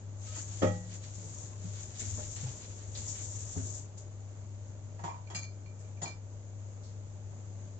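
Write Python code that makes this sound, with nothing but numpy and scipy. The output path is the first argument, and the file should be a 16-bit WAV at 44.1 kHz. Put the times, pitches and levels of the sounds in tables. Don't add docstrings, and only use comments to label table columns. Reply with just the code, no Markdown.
import sys
import numpy as np
from scipy import signal
from scipy.fft import rfft, irfft, next_fast_len
from scipy.io import wavfile
from scipy.ndimage import uniform_filter1d

SR = 44100
rng = np.random.default_rng(int(sys.argv[2]) if len(sys.argv) > 2 else 0)


def how_loud(loudness_db):
    steps = np.asarray(loudness_db, float) / 20
    return 10 ** steps


def dump(signal):
    limited = np.clip(np.atleast_2d(signal).T, -1, 1)
    pcm = np.round(limited * 32767).astype(np.int16)
    wavfile.write(sys.argv[1], SR, pcm)


N = 343627


def evened(x):
    return x / np.sqrt(np.mean(x ** 2) + 1e-20)


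def read(points, hz):
    f, value = np.transpose(points)
    return np.interp(np.log(hz + 1), np.log(f + 1), value)


def add(mix, start_s, sound):
    part = mix[:, round(start_s * SR):][:, :sound.shape[1]]
    part += sound[:, :part.shape[1]]


def coloured(x, gain):
    size = next_fast_len(x.shape[-1])
    spectrum = rfft(x, size) * gain(np.fft.rfftfreq(size, 1 / SR))
    return irfft(spectrum, size)[..., :x.shape[-1]]


def bell(hz, centre_hz, octaves):
    return np.exp(-.5 * (np.log2((hz + 1) / centre_hz) / octaves) ** 2)


def drift(fastest_hz):
    return evened(coloured(rng.standard_normal(N), lambda hz: (hz > 0) / (1 + (hz / fastest_hz) ** 2)))


def noise(spectrum, grain_db=0., per_s=4000):
    drop_gain = how_loud(grain_db * np.minimum(rng.exponential(1, (2, N)), 4))
    drops = drop_gain * (rng.random((2, N)) < per_s / SR)
    raw = rng.standard_normal((2, N)) * (0.38 + drops)
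    return evened(coloured(raw, lambda hz: how_loud(read(spectrum, hz))))


def burst(length, centre_hz, octaves):
    return evened(coloured(rng.standard_normal((2, length)), lambda hz: bell(hz, centre_hz, octaves)))


# (frequency [Hz], lead [rad])
PORT_LEAD = [(50, -.2), (100, -.28), (250, -.6), (600, -.6), (850, .4), (1200, 2.9)]


def port_lead(hz):
    return read(PORT_LEAD, hz)


# (time [s], stream level [dB], share breaking on hands and fruit [0-1])
TAP_FLOW = [(0, -67, 0.5), (.09, -81.5, 0.1), (.24, -52.5, 0.82), (.5, -50, 0.56), (.65, -49.5, 0.4),
            (.82, -59, 0.78), (1.08, -59, .8), (1.18, -53.5, 0.64), (1.44, -49.5, 0.6), (1.55, -61.5, 0.87),
            (1.75, -52, 0.6), (1.965, -56, 0.82), (2.0, -44, 0.51), (2.43, -48, 0.6), (2.91, -59.5, 0.83),
            (2.98, -45.5, 0.58), (3.78, -47, 0.07), (3.95, -84.5, 0.5)]
# (time [s], peak level [dB], rise [s])
GUSHES = [
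    (.39, -41, 0.1),
    (.95, -51, 0.16),
    (1.05, -52.5, .12),
    (1.83, -48.5, 0.3),
    (1.996, -40, 0.008),
    (2.28, -46, .05),
    (3.091, -38.5, 0.056),
    (3.98, -50, 0.0064),
]
GUSH_FALL_DB_PER_S = 151


def stream():
    t = np.arange(N) / SR
    s, flow_db, hands = np.transpose(TAP_FLOW)
    db = np.interp(t, s, flow_db)
    for peak_s, peak_db, rise_s in GUSHES:
        rise_db = 20 * (peak_s - t) / rise_s
        fall_db = GUSH_FALL_DB_PER_S * (t - peak_s)
        db = np.maximum(db, peak_db - np.maximum(rise_db, fall_db))
    return db, np.clip(np.interp(t, s, hands), 0, 1)


# (frequency [Hz], density [dB/Hz])
SPRAY_SPECTRUM = [(2060, -46.5), (3500, -20.5), (4270, -21.5), (5340, -14), (6540, 0), (6920, 1),
                  (7660, -2.5), (7960, -19.5), (8070, 3.5), (10500, -44.5), (17800, -120)]
# (frequency [Hz], density [dB/Hz])
SPLASH_SPECTRUM = [(700, -31.5), (1400, -2.5), (2500, -2), (4500, -0.5), (6000, -3), (8000, -8)]
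# (frequency [Hz], density [dB/Hz])
GURGLE_SPECTRUM = [(150, -17.5), (300, 2.5), (600, -9), (1000, -7), (1800, -26.5)]
SPLASH_FREE_DB, SPLASH_HANDS_DB = -26.5, -2
GURGLE_DB, GURGLE_FOLLOWS = -65, 0.31
STREAM_DB, DRAINED_S = -47.5, 4.13


def water():
    db, hands = stream()
    wet = np.clip((DRAINED_S - np.arange(N) / SR) / 0.17, 0, 1)
    spray = noise(SPRAY_SPECTRUM, 0.98) * how_loud(db + 1.1 * drift(25))
    splash_db = db + SPLASH_FREE_DB + (SPLASH_HANDS_DB - SPLASH_FREE_DB) * hands
    splash = noise(SPLASH_SPECTRUM, 1.1, 2500) * how_loud(splash_db + 3.0 * drift(6.2))
    gurgle_db = GURGLE_DB + GURGLE_FOLLOWS * (db - STREAM_DB)
    gurgle = noise(GURGLE_SPECTRUM, 1.6, 900) * how_loud(gurgle_db + 0.52 * drift(8))
    return wet * (spray + splash + gurgle)


# (time [s], peak level [dB], centre [Hz], spread
WATER_SLAPS = [(.221, -58, 6700, .65), (.267, -34, 4500, 1.5), (.359, -37.5, 1410, 0.61),
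               (.364, -41, 5960, 1.3), (.914, -44.5, 5500, 1.23), (1.038, -48, 4000, 0.51),
               (1.151, -36.5, 6830, 0.46), (1.281, -45, 6800, 0.41), (1.82, -53, 6500, .63),
               (1.955, -35, 6000, 1.), (1.992, -30, 7000, 0.4), (1.996, -37, 1900, 0.3),
               (1.996, -38, 3800, .3), (2.0, -27, 7400, .04), (2.19, -50, 1900, .4), (2.46, -46, 786, .3),
               (3.575, -39.5, 1400, 0.87), (2.361, -32.5, 3500, 1.6), (2.951, -31, 4300, 0.3),
               (2.954, -41.5, 2210, .4), (3.086, -33.5, 6000, 0.33), (3.097, -35, 6800, .4),
               (3.147, -39, 1900, 0.86), (3.745, -31.5, 6960, 0.32), (3.975, -41.5, 6470, 0.54),
               (.62, -25, 505, 1.3), (2.19, -34.5, 450, 0.66)]
# (time [s], peak level [dB], centre [Hz], spread [octaves])
COUNTER_TICKS = [
    (6.3, -58, 6000, .62),
    (5.79, -43.5, 7500, .39),
    (6.678, -54.5, 6900, .45),
    (6.834, -43, 5800, .56),
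    (6.87, -57, 4300, 0.63),
    (7.25, -66, 4000, .8),
    (7.066, -51, 7600, 0.39),
    (6.02, -33.5, 5000, 0.53),
]
SLAP_T60_S, TICK_T60_S = 0.19, 0.35


def slaps(rows, t60_s):
    out, t = np.zeros((2, N)), np.arange(6000) / SR
    for s, db, centre_hz, octaves in rows:
        envelope = how_loud(db - 17.5 - 60 * t / t60_s) * np.minimum(t / 0.0028, 1)
        add(out, s - .002, burst(len(t), centre_hz, octaves) * envelope)
    return out


def struck(modes, blows, body, clatter_t60_s, rock_db):
    out, t = np.zeros((2, N)), np.arange(SR // 2) / SR
    hz, mode_db, t60_s = np.transpose(modes)[:, :, None]
    rocking = rng.standard_normal((len(hz), len(t)))
    for _ in range(2):
        rocking = uniform_filter1d(rocking, size=200)
    fading = how_loud(mode_db - 60 * t / t60_s + rock_db * evened(rocking))
    near = fading * np.sin(2 * np.pi * hz * t)
    far = fading * np.cos(2 * np.pi * hz * t - port_lead(hz)) * rng.choice([-1, 1], hz.shape)
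    signs = rng.choice([-1, 1], len(hz))
    for s, db, centre_hz, octaves, clatter_db, free_s in blows:
        weights = bell(hz[:, 0], centre_hz, octaves) * signs
        damped = how_loud(-60 * np.maximum(t - free_s, 0) / .055)
        ringing = np.array([weights @ near, weights @ far]) * damped
        colour = lambda f: how_loud(read(body, f)) * bell(f, centre_hz, octaves + 1.6)
        clatter = evened(coloured(rng.standard_normal((2, len(t))), colour))
        sound = ringing + clatter * how_loud(clatter_db - 60 * t / clatter_t60_s)
        add(out, s, how_loud(db) * sound * np.minimum(500 * t, 1))
    return out


# (frequency [Hz], level [dB], t60 [s])
SINK_MODES = [(101.3, -8, .3), (179, -10.5, 0.9), (229, -1, 0.1), (262, -4, .14), (320, 3, 0.15),
              (412, -5, 0.15), (470, -14, 0.083), (506, -14, 0.5), (533, -3, .12), (600, 2, .19),
              (653, -13, 0.089), (703, -13, 0.22), (750, -11, .14), (816.6, -19, 0.4), (880, -15, .12),
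              (950, -26, 0.08), (1090, -21, .2), (1190, -15.5, .12), (1140, -12, .08), (1245, -9, 0.18),
              (1300, -10, .09), (1754, -8, .1), (1918, -16, .13), (1920, -32, .9), (2150, -18.5, .08),
              (2370, -22, .1), (2800, -19, .12), (1650, -20, .08), (2050, -29, .1), (2550, -34, .08),
              (3000, -31, .1), (3500, -28, .08), (3860, -36, .08),
              (3215, -27, .15), (3258, -24, .16)]
# (frequency [Hz], density [dB/Hz])
SINK_BODY = [(47, -42.5), (80, -6.5), (303, 0), (375, -30.5), (596, -1), (965, -20), (1240, -4),
             (1480, -18.5), (1860, -7), (2090, -13), (4520, -22.5), (6780, -11), (8070, -26), (10500, -73),
             (17800, -120)]
# (time [s], level [dB], favoured pitch [Hz], spread [octaves], clatter [dB])
SINK_KNOCKS = [(.618, -35, 610, 3.4, -6.5), (.6234, -35.5, 1300, 0.37, -4), (.629, -28.5, 296, 2.6, -5),
               (.6424, -31.5, 560, 1.5, -9), (.622, -24, 3250, 0.05, -43), (.631, -30, 321, .06, -30),
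               (.636, -33, 414, .05, -30), (.676, -34, 3215, .005, -40), (.7, -40, 3215, .01, -40),
               (.6523, -32.5, 1260, 0.25, -13), (.666, -29, 1918, 0.04, -33), (.672, -43, 516, 0.75, -3)]
SINK_FREE_S = 0.32


def sink_knocks():
    blows = [(*row, SINK_FREE_S) for row in SINK_KNOCKS]
    return struck(SINK_MODES, blows, SINK_BODY, 0.086, 1.0)


# (time [s], peak level [dB], ring [Hz], t60 [s], rattle re ring [dB])
PANEL_BUMPS = [(.268, -59.5, 1275, 0.51, -26), (.325, -54, 612, .15, -17), (.357, -47, 1390, .06, -7),
               (.37, -46, 304, 0.2, 2.5), (1.531, -53, 1054, .08, 2), (2.2, -49, 826, 0.14, -12),
               (2.44, -48, 500, .15, -8), (2.462, -49, 835, 0.11, -11), (3.575, -47, 660, 0.14, -7),
               (3.56, -41, 262, 0.28, -7), (2.97, -52, 218, 0.27, 0), (1.178, -48, 174.3, 0.26, -12.5),
               (1.24, -47, 162, 0.37, -3), (1.649, -34, 173.6, 0.15, -21), (2.02, -39, 237, 0.14, -10),
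               (2.077, -36.5, 82.2, 0.34, -19), (2.176, -41, 234, 0.089, 0), (2.18, -45, 603, 0.19, -2),
               (2.2, -48, 36, 0.39, -23), (2.436, -26.5, 122.5, 0.14, -24.5), (2.457, -42, 65, 0.12, -13),
               (2.86, -46, 72.8, 1, -27), (3.079, -52.5, 151, 0.097, -7), (3.564, -38, 166.4, 0.21, -1.5),
               (3.568, -30, 88.1, 0.21, -13), (3.621, -37, 111.8, 0.098, -18), (4.763, -41, 72, 0.15, -26),
               (5.042, -33, 164.3, 0.083, -7), (5.348, -40, 168.3, 0.17, -10),
               (6.024, -40, 161, 0.21, -4.5), (7.328, -46.5, 242, 0.1, -0.5)]
RATTLE_ABOVE_HZ = 110


def bumps():
    out, t = np.zeros((2, N)), np.arange(12000) / SR
    for s, db, ring_hz, t60_s, rattle_db in PANEL_BUMPS:
        rattle = burst(len(t), ring_hz + RATTLE_ABOVE_HZ, 1.0) * how_loud(rattle_db - 60 * t / 0.19)
        phases = [[0], [np.pi / 2 - port_lead(ring_hz)]]
        ring = np.sin(2 * np.pi * ring_hz * t + phases)
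        envelope = how_loud(db - 3.0 - 60 * t / t60_s) * (1 - np.exp(-t / 0.0052))
        add(out, s - .005, (ring + rattle) * envelope)
    return out


# (frequency [Hz], level [dB], t60 [s])
DISH_MODES = [(644, -15, .04), (714, -4, .12), (802, -7, .08), (860, -5, .08), (1050, -12, .08),
              (1160, -11, .06), (1750, -12, .08), (930, -6, 0.1), (986, -2, 0.12), (1094, -7, .1),
              (1900, -3, 0.12), (2620, -20, .06), (520, -8, .1), (3310, -14, .3), (3450, -22, .07)]
# (time [s], level [dB], favoured pitch [Hz], spread [octaves], clatter [dB])
DISH_SETS = [(4.99, -52.5, 2200, .4, -10), (4.993, -46, 800, 0.45, -10.5), (5.022, -55, 800, .3, -11),
             (5.037, -46.5, 1450, 0.96, -1), (5.041, -36, 900, .3, -13), (5.055, -38, 930, .2, -18),
             (5.042, -47, 3300, .1, -12), (5.058, -46, 3300, .15, -9), (5.064, -53, 1900, .1, -12),
             (5.1, -46, 900, .2, -18), (5.079, -33, 950, 0.22, -22), (5.111, -46.5, 1010, .17, -14.5),
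             (5.126, -48, 1050, .2, -18), (5.142, -43, 940, 0.098, -21), (5.16, -51, 950, .3, -18),
             (5.185, -53, 950, .3, -20), (5.3, -50, 900, 1.5, 0), (5.312, -47, 750, .4, -9),
             (5.328, -52, 900, .2, -14), (5.358, -48, 1750, .1, -14), (6.016, -48.5, 760, 3.3, -0.5),
             (6.02, -41, 715, .2, -13), (6.04, -41, 850, 0.4, -13), (6.058, -48, 720, 0.55, -8),
             (6.075, -48, 750, .25, -12), (6.09, -50, 700, 0.25, -11)]
# (frequency [Hz], density [dB/Hz])
COUNTER_CLATTER = [(180, -36), (300, -4), (843, -2), (967, -6), (3390, -17.5), (3680, -19.5), (6470, -12.5),
                   (6750, 0), (8070, -19.5), (10500, -57), (17800, -120)]
DISH_FREE_S = 0.014


def dish_sets():
    blows = [(*row, DISH_FREE_S) for row in DISH_SETS]
    return struck(DISH_MODES, blows, COUNTER_CLATTER, 0.22, 2.0)


# (frequency [Hz], level [dB], t60 [s])
BLADE_MODES = [(1800, -8, 0.084), (2353, -4.5, 0.5), (2395, -13, .2), (2750, 1, 0.16), (2318, -13, .2),
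               (4050, -10, .17), (3300, -9.5, .3), (4350, -10, 0.1), (4290, -7, .4), (4430, -12.5, .15),
               (4540, -8, .25), (4680, -9, .25), (5017, -9, .16), (4974, -12, .5), (5250, -20, .15),
               (5490, -15, .3), (1922, -3, .15), (5835, -13, .25), (6300, -12, .3), (6422, -8, 0.38),
               (6578, -4.5, 0.23), (6686, -12, .22), (6895, -6.5, 0.2), (7050, -21, .3), (7168, -12, .3),
               (7500, -5, 0.27), (7740, -7, .2)]
# (time [s], level [dB], favoured pitch [Hz], spread [octaves], time to next contact [s])
CUTLERY_CLINKS = [(5.092, -51, 2340, .06, 0.02), (5.132, -60, 2340, .06, 0.017),
                  (5.162, -68, 2340, .06, .008), (5.272, -55, 2350, 0.11, 0.015),
                  (5.268, -61, 4350, .04, .015), (5.3, -53, 5490, .05, .03), (5.312, -61, 2350, .06, .012),
                  (5.346, -42.5, 4400, 0.2, .035), (5.347, -48, 2500, .5, 0.039),
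                  (5.355, -33, 5017, 0.008, 0.024), (5.346, -43.5, 7500, .06, .055),
                  (5.35, -39, 6460, .025, 0.042), (5.355, -41, 2353, .03, .01),
                  (5.373, -43, 2353, .05, 0.035), (5.3, -48, 3300, .03, .035),
                  (5.36, -36, 6500, .025, 0.032), (5.386, -50.5, 4700, 0.37, .1),
                  (5.39, -54, 7100, 0.1, .04), (5.412, -49.5, 6400, .06, .09), (5.42, -50, 4200, .1, .1),
                  (5.428, -43, 6578, 0.036, 0.015), (5.43, -48, 2353, 0.062, .06),
                  (5.44, -51.5, 5100, 0.13, .11), (5.525, -67, 2353, .06, .04),
                  (5.66, -58.5, 2353, 0.12, .065), (5.655, -62, 4350, .05, .05),
                  (5.75, -72, 2353, .06, .05), (5.845, -67, 2353, .08, .03), (5.972, -60.5, 2353, .1, .021),
                  (6.016, -47, 3300, .05, 0.073), (6.019, -41.5, 6895, 0.031, .008),
                  (6.03, -29.5, 6895, 0.01, 0.012), (6.02, -46.5, 1922, 0.05, .03),
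                  (6.052, -38, 4350, 0.015, .085), (6.057, -41.5, 2353, .04, 0.08),
                  (6.19, -76, 2353, .05, .03), (6.078, -50, 4050, 0.03, .015), (6.03, -46, 4974, .01, 0.16),
                  (6.095, -48.5, 4974, .01, .06), (6.075, -46, 6690, .03, .07),
                  (6.025, -50, 7740, .03, .16)]
CLINK_CLATTER_DB, CLATTER_DB_PER_HALVING = 4, -3.5


def cutlery_clinks():
    blows = []
    for s, db, hz, octaves, free_s in CUTLERY_CLINKS:
        clatter_db = CLINK_CLATTER_DB - CLATTER_DB_PER_HALVING * np.log2(octaves)
        blows.append((s, db, hz, octaves, clatter_db, free_s))
    return struck(BLADE_MODES, blows, COUNTER_CLATTER, .16, 2.2)


# (frequency [Hz], t60 [s])
ROOM_DECAY = [(100, 0.37), (500, 0.23), (2000, 0.3), (8000, 0.23)]


def room(x, wet_db):
    taps = np.zeros((2, SR // 2))
    at = np.arange(120, SR // 2 - 20, 20) + rng.integers(0, 20, (2, (SR // 2 - 121) // 20))
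    np.put_along_axis(taps, at, rng.choice([-1., 1.], at.shape), 1)
    hz, t, z = signal.stft(taps, SR, nperseg=256)
    decay = how_loud(-60 * t / read(ROOM_DECAY, hz)[:, None])
    tail = signal.istft(z * decay, SR, nperseg=256)[1]
    tail = tail / np.linalg.norm(tail[0])
    return x + how_loud(wet_db) * signal.fftconvolve(x, tail, axes=1)[:, :N]


# (time [s], level [dB])
HUM_LEVEL = [(0, -48.5), (.05, -43.5), (.59, -43.5), (.67, -31.5), (.8, -44.5), (1.55, -45.5),
             (1.69, -40.5), (1.84, -47.5), (2.03, -45.5), (2.12, -39), (2.36, -48), (2.45, -40),
             (2.56, -51.5), (2.69, -46.5), (3.43, -43.5), (3.53, -49), (3.61, -39.5), (3.76, -45)]
HUM_HZ = 100.1


def hum():
    turns = np.cumsum(HUM_HZ + 0.24 * drift(0.51)) / SR
    db = np.interp(np.arange(N) / SR, *np.transpose(HUM_LEVEL)) - 3.0
    return np.sqrt(2) * np.sin(2 * np.pi * turns) * how_loud(db + 0.26 * drift(9.8))


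# (frequency [Hz], density [dB/Hz])
AIR_SPECTRUM = [(90, -20), (130, -2.5), (184, 0.5), (250, -2.5), (340, -4.5), (470, -6.5), (540, -6.5),
                (605, -2.5), (680, -10.5), (850, -11.5), (1500, -20.5), (3400, -32), (5270, -32),
                (6700, -14.5), (7300, -16.5), (8070, -34.5)]
# (frequency [Hz], density [dB/Hz])
RUMBLE_SPECTRUM = [(15, -19.5), (30, -2.5), (60, -3.5), (80, 4.5), (100, 5), (125, -1), (170, -10.5),
                   (250, -32.5)]
WASH_DB, HISS_DB, RUMBLE_DB = -59.5, 2, -57.5
HISS_GAIN_DB, RUMBLE_GAIN_DB = 4.5, 4.5


def background():
    flow = how_loud(stream()[0] - STREAM_DB)
    running = np.minimum(uniform_filter1d(flow, size=14000), 1.5)
    air = noise(AIR_SPECTRUM)
    hiss = coloured(air, lambda hz: 1 / (1 + (1800 / (hz + 1)) ** 4))
    lifted_hiss = hiss * how_loud(HISS_DB + HISS_GAIN_DB * running + .7 * drift(6))
    wash = (air - hiss + lifted_hiss) * how_loud(WASH_DB + .5 * drift(3))
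    rumble_db = RUMBLE_DB + RUMBLE_GAIN_DB * running + 0.65 * drift(3.1)
    rumble = noise(RUMBLE_SPECTRUM) * how_loud(rumble_db)
    return wash + rumble + hum()


def scene():
    sink = room(sink_knocks(), -5)
    dish = room(dish_sets(), -5)
    cutlery = room(cutlery_clinks(), -15)
    bursts = slaps(WATER_SLAPS, SLAP_T60_S) + slaps(COUNTER_TICKS, TICK_T60_S)
    return water() + room(bursts, -3.0) + sink + room(bumps(), -2.5) + dish + cutlery + background()


def roll_off(x):
    return signal.sosfilt(signal.butter(12, 8220, fs=SR, output="sos"), x)


# (frequency [Hz], likeness [0-1])
PORT_LIKENESS = [(45, 0.54), (100, 0.98), (165, 1), (270, 0.51), (400, 0.9), (600, 0.67), (850, 0.077),
                 (2000, 0.13), (7000, 0.12), (8000, .13)]
# (frequency [Hz], left minus right [dB])
PORT_LEAN = [(100, 5.5), (165, 0), (370, 3), (570, -.5), (850, -1.5), (1200, -5.5), (1700, -15.5),
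             (2400, -7.5), (3200, 0), (4400, 0), (5500, 3.5), (6300, 8.5), (6900, 13), (7500, -3.5)]
EDGE_HZ = 7933


def record(dry):
    same = lambda hz: np.clip(read(PORT_LIKENESS, hz), 0, 1)
    edge = lambda hz: 2 / (1 + np.exp(np.clip((hz - EDGE_HZ) / 35, -50, 50)))
    shared = coloured(dry[0], lambda hz: same(hz) * np.exp(-1j * port_lead(hz)))
    own = coloured(dry[1], lambda hz: np.sqrt(1 - same(hz) ** 2))
    left = coloured(dry[0], lambda hz: edge(hz) / np.sqrt(1 + how_loud(-2 * read(PORT_LEAN, hz))))
    right = coloured(shared + own, lambda hz: edge(hz) / np.sqrt(1 + how_loud(2 * read(PORT_LEAN, hz))))
    return roll_off(np.array([left, right]))


dry = scene()
out = record(dry)
dump(out)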